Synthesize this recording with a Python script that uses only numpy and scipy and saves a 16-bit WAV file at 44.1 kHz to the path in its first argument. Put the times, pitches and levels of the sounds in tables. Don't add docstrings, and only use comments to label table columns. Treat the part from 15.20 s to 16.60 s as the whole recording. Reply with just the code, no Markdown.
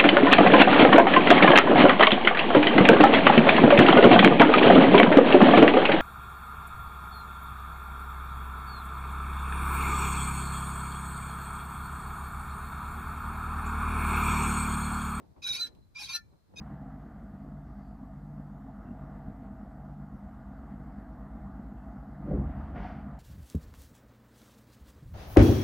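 import sys
import numpy as np
from scipy import signal
from scipy.fft import rfft, irfft
from scipy.io import wavfile

SR = 44100
rng = np.random.default_rng(int(sys.argv[2]) if len(sys.argv) > 2 else 0)


def materialize(psi):
    bounded = np.clip(np.atleast_2d(psi).T, -1, 1)
    quanta = np.round(bounded * 32767).astype(np.int16)
    wavfile.write(sys.argv[1], SR, quanta)


N = 61740


# t/s, f/Hz, level/dB
SQUEAL_CURVES = [
    [(.396, 3950, -41), (.405, 4002, -31), (.423, 4074, -28.5), (.435, 4029, -30), (.447, 3973, -31.5),
     (.463, 4015, -40.5), (.488, 4060, -67)],
    [(.928, 4090, -54.5), (.938, 4070, -35.5), (.955, 4100, -30.5), (.965, 4068, -33.5),
     (.973, 4174, -52.5)],
]
# roughness/0-1, left over right/dB, left phase lead/rad, tube ring/dB,
# side tones/dB, 2nd harmonic/dB, 3rd harmonic/dB
SQUEAL_CHARACTER = [(0.05, 3.5, -1.24, -25.5, -32.5, -29.5, -29), (0, 1.5, -1.61, -11.5, -15.5, -23.5, -19)]
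# f/Hz, level/dB, time to fade 60 dB/s, then level/dB for each of the five side_tones
TUBE_NOTES = [(1399, -3.5, 0.08, -2, -9.5, -23, -17.5, -14.5), (1763, -1, 0.12, -3, 5, -7.5, -6, -10)]
def squeal(curve, character, jitter=0.015, waver_hz=170, flutter=0.75, build_s=0.011):
    rough, pan_db, lead, ring_db, side_db, second_db, third_db = character
    at, pitch_hz, _ = np.array(curve).T
    t = times()
    tone = spin(np.interp(t, at, pitch_hz) * (1 + jitter * rough * wander(waver_hz)))
    level = gain_curve(curve) * np.exp(flutter * rough * wander(waver_hz))
    voice = tone + undb(second_db) * tone ** 2 + undb(third_db) * tone ** 3
    lag = np.exp(-1 / (build_s * SR))
    rings = 0
    for hz, db, fade_s, *sides_db in TUBE_NOTES:
        tube = spin(hz * (1 + 0.007 * wander(47.7)))
        side_tones = [tone / tube, tone * tube, tone ** 2 / tube, tone ** 2 * tube, tone ** 3 / tube]
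        voice = voice + undb(side_db) * sum(gain * z for gain, z in zip(undb(sides_db), side_tones))
        fall = np.log(1000) * t / fade_s
        held = np.exp(np.maximum.accumulate(np.log(level + 1e-12) + fall) - fall)
        rings = rings + undb(db) * tube * signal.lfilter([1 - lag], [1, -lag], held)
    return stereo(level * voice, pan_db, lead) + stereo(undb(ring_db) * rings, lead=-0.96)


# t/s, lower f/Hz, lower level/dB, upper f/Hz, upper level/dB, roughness/0-1
CREAK_CURVES = [
    [(.224, 2489, -53, 3848, -56, 0.48), (.242, 2483, -53.5, 3780, -39, 0.54),
     (.247, 2500, -50.5, 3845, -34, 0), (.264, 2399, -51, 3835, -32, 0.2),
     (.283, 2344, -50, 3885, -32, 0.31), (.302, 2380, -51.5, 3823, -27.5, 0.15),
     (.324, 2414, -53.5, 3771, -27.5, 0.01), (.329, 2400, -58, 3820, -33, .35),
     (.35, 2442, -53, 3820, -35.5, 0.42), (.368, 2366, -51.5, 3830, -40, 0.31),
     (.387, 2477, -43, 3846, -44, .1), (.402, 2375, -47.5, 3888, -39, 0.05)],
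    [(.751, 2400, -58, 3846, -61, 0.22), (.762, 2374, -39.5, 3690, -78.5, 0.02),
     (.777, 2355, -44.5, 3690, -49.5, 0.2), (.79, 2494, -44.5, 3800, -64, 0.15),
     (.818, 2453, -47.5, 3836, -63, 0.49), (.834, 2334, -49.5, 3920, -46, 0.76),
     (.856, 2428, -68, 3850, -40, 0.71), (.876, 2454, -55, 3800, -76, 0.58),
     (.895, 2377, -42, 3707, -42.5, 0.11), (.92, 2419, -43, 3780, -48.5, 0),
     (.936, 2377, -44.5, 3850, -47, 0.31)],
    [(1.362, 2540, -59, 3753, -64, 0.23), (1.373, 2520, -48, 3730, -57.5, 0.31),
     (1.387, 2476, -54.5, 3727, -41.5, 0.13), (1.4, 2517, -47, 3700, -59.5, 0.6)],
]
# left over right/dB, left phase lead of the lower note/rad, of the upper/rad,
# difference tones/dB, sums and overtones/dB
CREAK_CHARACTER = [(-0.466, -0.5, 1.15, -3.5, -1.5), (0.54, -0.64, 0.19, -1, -2.5),
                   (1, -0.76, 0.41, -23.5, 3.5)]
CREAK_TONES = [(1, 0), (0, 1), (2, 0), (1, 1), (-1, 1), (2, -1), (3, 0), (4, 0), (1, 2), (0, 2), (0, 3)]
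CREAK_TONE_LEVELS = [-1, -3, -7.5, -10.5, -15.5, -14, -23.5, -27.5, -23, -29.5, -35]
def creak(curve, character, jitter=0.018, flutter=2.1, waver_hz=150):
    pan_db, lower_lead, upper_lead, difference_db, overtone_db = character
    at, *columns = np.array(curve).T
    lower_hz, lower_db, upper_hz, upper_db, rough = (np.interp(times(), at, col) for col in columns)
    contact = gain_curve([(at[0], 0), (at[-1], 0)], fade_s=0.0023)
    lower, upper = (spin(hz * (1 + jitter * rough * wander(waver_hz))) for hz in (lower_hz, upper_hz))
    out = 0
    for (m, n), tone_db in zip(CREAK_TONES, CREAK_TONE_LEVELS):
        parents_db = (abs(m) * lower_db + abs(n) * upper_db) / (abs(m) + abs(n))
        db = tone_db + parents_db + difference_db * (m * n < 0) + overtone_db * (m + n > 1)
        level = contact * undb(db) * (1 + flutter * rough * np.tanh(wander(waver_hz)))
        out = out + stereo(level * lower ** m * upper ** n, pan_db, m * lower_lead + n * upper_lead)
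    return out


# t/s, level/dB
RASP_CURVES = [
    [(.22, -61.5), (.232, -55), (.255, -51.5), (.27, -43.5), (.29, -45.5), (.318, -47.5), (.34, -42.5),
     (.358, -42), (.385, -50.5), (.40, -48.5), (.46, -58.5), (.473, -51.5), (.49, -75)],
    [(.748, -65), (.775, -60), (.80, -48.5), (.83, -46), (.857, -49), (.88, -54.5), (.897, -46),
     (.91, -44.5), (.94, -50.5), (.968, -43), (.995, -77.5)],
    [(1.36, -64), (1.375, -62.5), (1.4, -56.5)],
]
def rasp(spread_db=-0.5):
    force = sum(gain_curve(curve) for curve in RASP_CURVES)
    spread = colour(stick_slip(force), [(650, -10), (2600, 0)])
    return stick_slip(force) + undb(spread_db) * spread * np.array([[1], [-1]])


# f/Hz, width/Hz, level/dB
FRAME_NOTES = [(858, 42, -9), (983, 240, -7), (1439, 40, 2), (1624, 66, -3.5), (2320, 150, -0.5),
               (2600, 52, 1.5), (2940, 80, -4), (3244, 42, -0.5), (3530, 81, 0), (3908, 120, 2.5),
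               (4433, 70, 4), (4559, 91, 3.5), (4787, 70, 2), (5260, 70, -0.5), (5517, 130, -0.5),
               (6160, 210, -1), (6405, 52, -4.5), (7670, 48, -13.5), (9800, 200, -29), (12290, 55, -13.5)]
# f/Hz, level/dB
SCRAPE_COLOUR = [(400, -48), (800, -28.5), (2000, -38), (4000, -29.5), (6400, -21.5), (7000, -33.5),
                 (10000, -19.5), (15000, -38)]
def stick_slip(force, typical_hz=1813, jitter=0.5, scatter_db=3, drift_db=5, drift_hz=29):
    chance = rng.standard_normal((N // 10, 2))
    gaps = np.exp(jitter * chance[:, 0])
    at = (np.cumsum(gaps) * SR / typical_hz).astype(int)
    jolts = np.bincount(at[at < N], undb(scatter_db * chance[at < N, 1]), N)
    jolts = jolts - jolts.mean()
    frame = 0
    for hz, width, db in FRAME_NOTES:
        ring = resonate(resonate(jolts, hz, width), hz, 5 * width)
        frame = frame + undb(db + drift_db * wander(drift_hz)) * ring
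    scrape = colour(jolts, SCRAPE_COLOUR) + tube_walls(jolts)
    scrape_share = (force / force.max()) ** 0.4
    return force * (frame + scrape_share * scrape) / frame.std()


# f/Hz, level/dB
TUBE_WALL_COLOUR = [(6500, -6.5), (8500, -14), (9800, -2), (11500, -10), (13000, -14.5), (15000, -16)]
def tube_walls(jolts, count=30, width_hz=28, drift_db=4.5, drift_hz=29):
    span_hz = [TUBE_WALL_COLOUR[0][0], TUBE_WALL_COLOUR[-1][0]]
    notes_hz = np.interp(np.arange(count) + rng.random(count), [0, count], span_hz)
    rings = sum(undb(drift_db * wander(drift_hz)) * resonate(jolts, hz, width_hz) for hz in notes_hz)
    return colour(rings, TUBE_WALL_COLOUR)


# t/s, length/s, f/Hz, level/dB (t is the middle of the note); most are frame
# notes, but the low one at 0.915 s strengthens a rubbing tone of the second creak
CHIRP_NOTES = [(0.245, .025, 4830, -48.5), (0.279, 0.038, 1590, -53.5), (0.292, 0.014, 5410, -40),
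               (0.34, .04, 4400, -48.5), (0.354, 0.027, 5565, -47), (0.401, 0.055, 1390, -53.5),
               (0.817, 0.063, 835, -55.5), (0.808, 0.049, 5388, -47), (0.858, 0.021, 4070, -53),
               (0.864, 0.016, 4530, -45), (0.9, 0.02, 2597, -46.5), (.915, 0.035, 1078, -54),
               (0.921, 0.067, 4494, -46.5), (0.42, 0.044, 5440, -57), (0.64, .045, 4060, -78.5),
               (1.286, 0.025, 4130, -90)]
def chirp(at, length, hz, db, rough=0.41, waver_hz=170):
    swell = np.cos(np.pi * np.clip((times() - at) / length, -.5, .5))
    flutter = unit(np.exp(rough * wander(waver_hz)))
    tone = spin(hz * (1 + 0.015 * rough * wander(waver_hz)))
    return stereo(undb(db) * swell * flutter * tone)


# t/s, level/dB, decay/s
PIVOT_TICKS = [(0.339, -43, 0.0032), (0.47, -51.5, 0.0045), (0.55, -66.5, 0.006)]
# f/Hz, level/dB
PIVOT_TICK_COLOUR = [(800, -21.5), (2400, 3.5), (4400, -1), (6400, -13), (7500, -10), (15000, -11)]
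def ticks():
    return knocks(PIVOT_TICKS, PIVOT_TICK_COLOUR)


# f/Hz, time to fade 60 dB/s, level/dB
LINGERING_NOTES = [(3970, 0.45, -34), (4090, 0.87, -30), (2350, 0.33, -14.5), (1810, .25, -22),
                   (5500, 0.25, -14), (6430, 0.45, -15), (7900, 0.22, -3), (12290, 0.17, -15.5)]
def echo_and_ring(sound, echo_db=-9.5, echo_fade_s=0.084):
    fall = -np.log(1000) * times()
    echo = undb(echo_db) * unit(noise() * np.exp(fall / echo_fade_s)) / np.sqrt(N)
    out = signal.fftconvolve(sound, echo, axes=1)[:, :N]
    for hz, fade_s, db in LINGERING_NOTES:
        ring = resonate(noise(), hz, width_hz=60) * np.exp(fall / fade_s)
        ring = ring / np.abs(rfft(ring)).max()
        out = out + undb(db) * signal.fftconvolve(sound, ring, axes=1)[:, :N]
    return out


# t/s, level/dB, decay/s
SEAT_BUMPS = [(.003, -51, 0.0066), (.163, -54, 0.0076), (1.128, -62.5, 0.03), (1.338, -49, 0.00638)]
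# f/Hz, level/dB
SEAT_BUMP_COLOUR = [(60, -8.5), (250, 4.5), (900, -3), (1300, -11), (2500, -27.5), (8000, -79)]
# t/s, level/dB
RIDE_RUSTLE = [(0, -59), (.045, -58), (.08, -66), (.15, -69.5), (.18, -55), (.22, -68), (.33, -57.5),
               (.5, -62), (.59, -64), (.66, -86), (.85, -65), (1.05, -74.5), (1.135, -66.5), (1.22, -96.5),
               (1.3, -66.5), (1.34, -61), (1.4, -53)]
# f/Hz, level/dB
RIDE_RUSTLE_COLOUR = [(60, -15), (170, -3), (350, -1), (600, -10), (1000, -12.5), (1600, -30.5),
                      (4000, -37.5), (12000, -60.5)]
def seat():
    return knocks(SEAT_BUMPS, SEAT_BUMP_COLOUR) + gain_curve(RIDE_RUSTLE) * hiss(RIDE_RUSTLE_COLOUR)


# t/s, level/dB
GUSTS = [(0, -65.5), (.125, -56), (.15, -81), (.18, -56.5), (.26, -62), (.308, -52), (.326, -53.5),
         (.36, -63), (.6, -58), (.69, -62), (.88, -59), (.99, -64), (1.036, -57.5), (1.13, -62.5),
         (1.22, -71), (1.4, -52)]
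# f/Hz, level/dB
GUST_COLOUR = [(20, -16), (35, -11.5), (62, 1.5), (120, -2.5), (200, -7), (400, -28), (1200, -53)]
def wind(pan_db=3):
    return gain_curve(GUSTS) * hiss(GUST_COLOUR) * undb(pan_db * np.array([[.5], [-.5]]))


# f/Hz, level/dB
HUSH_COLOUR = [(50, -10.5), (500, -0.5), (1500, -8.5), (3000, -19), (4100, -12.5), (6000, -19),
               (15000, -23)]
def park(level_db=-75):
    return undb(level_db) * hiss(HUSH_COLOUR)


def knocks(rows, points):
    t = times()
    bursts = sum(undb(db) * (t > at) * np.exp(-np.abs(t - at) / decay) for at, db, decay in rows)
    raw = noise()
    return colour(raw * bursts, points) / colour(raw, points).std()


def noise():
    return rng.standard_normal((2, N))


def hiss(points):
    return unit(colour(noise(), points))


def undb(db):
    return 10 ** (np.asarray(db) / 20)


def unit(x):
    return x / np.sqrt(np.mean(np.abs(x) ** 2))


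def times():
    return np.arange(N) / SR


def gain_curve(rows, fade_s=0.00081):
    at, *_, db = np.array(rows).T
    t = times()
    outside_s = np.maximum(np.maximum(at[0] - t, t - at[-1]), 0)
    return undb(np.interp(t, at, db)) * np.exp(-outside_s / fade_s)


def wander(rate_hz):
    f = np.fft.rfftfreq(N, 1 / SR)
    return unit(irfft(rfft(rng.standard_normal(N)) / (1 + (f / rate_hz) ** 4), N))


def colour(x, points):
    hz, db = np.array(points).T
    f = np.fft.rfftfreq(N, 1 / SR)
    return irfft(rfft(x) * undb(np.interp(np.log(f + 1), np.log(hz), db)), N)


def resonate(x, hz, width_hz):
    b, a = signal.iirpeak(hz, hz / width_hz, fs=SR)
    return signal.lfilter(b, a, x)


def spin(hz):
    return np.exp(2j * np.pi * np.cumsum(hz) / SR)


def stereo(tone, pan_db=0, lead=0):
    side = np.array([[.5], [-.5]])
    return np.sqrt(2) * np.real(tone * undb(pan_db * side) * np.exp(1j * lead * side))


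def scene():
    pivot = rasp() + sum(map(squeal, SQUEAL_CURVES, SQUEAL_CHARACTER)) + ticks()
    pivot += sum(map(creak, CREAK_CURVES, CREAK_CHARACTER))
    pivot += sum(chirp(*note) for note in CHIRP_NOTES)
    return pivot + wind() + seat() + echo_and_ring(pivot) + park()


def record(dry, top_hz=15500):
    return signal.sosfilt(signal.ellip(10, .2, 80, top_hz, fs=SR, output="sos"), dry)


dry = scene()
out = record(dry)
materialize(out)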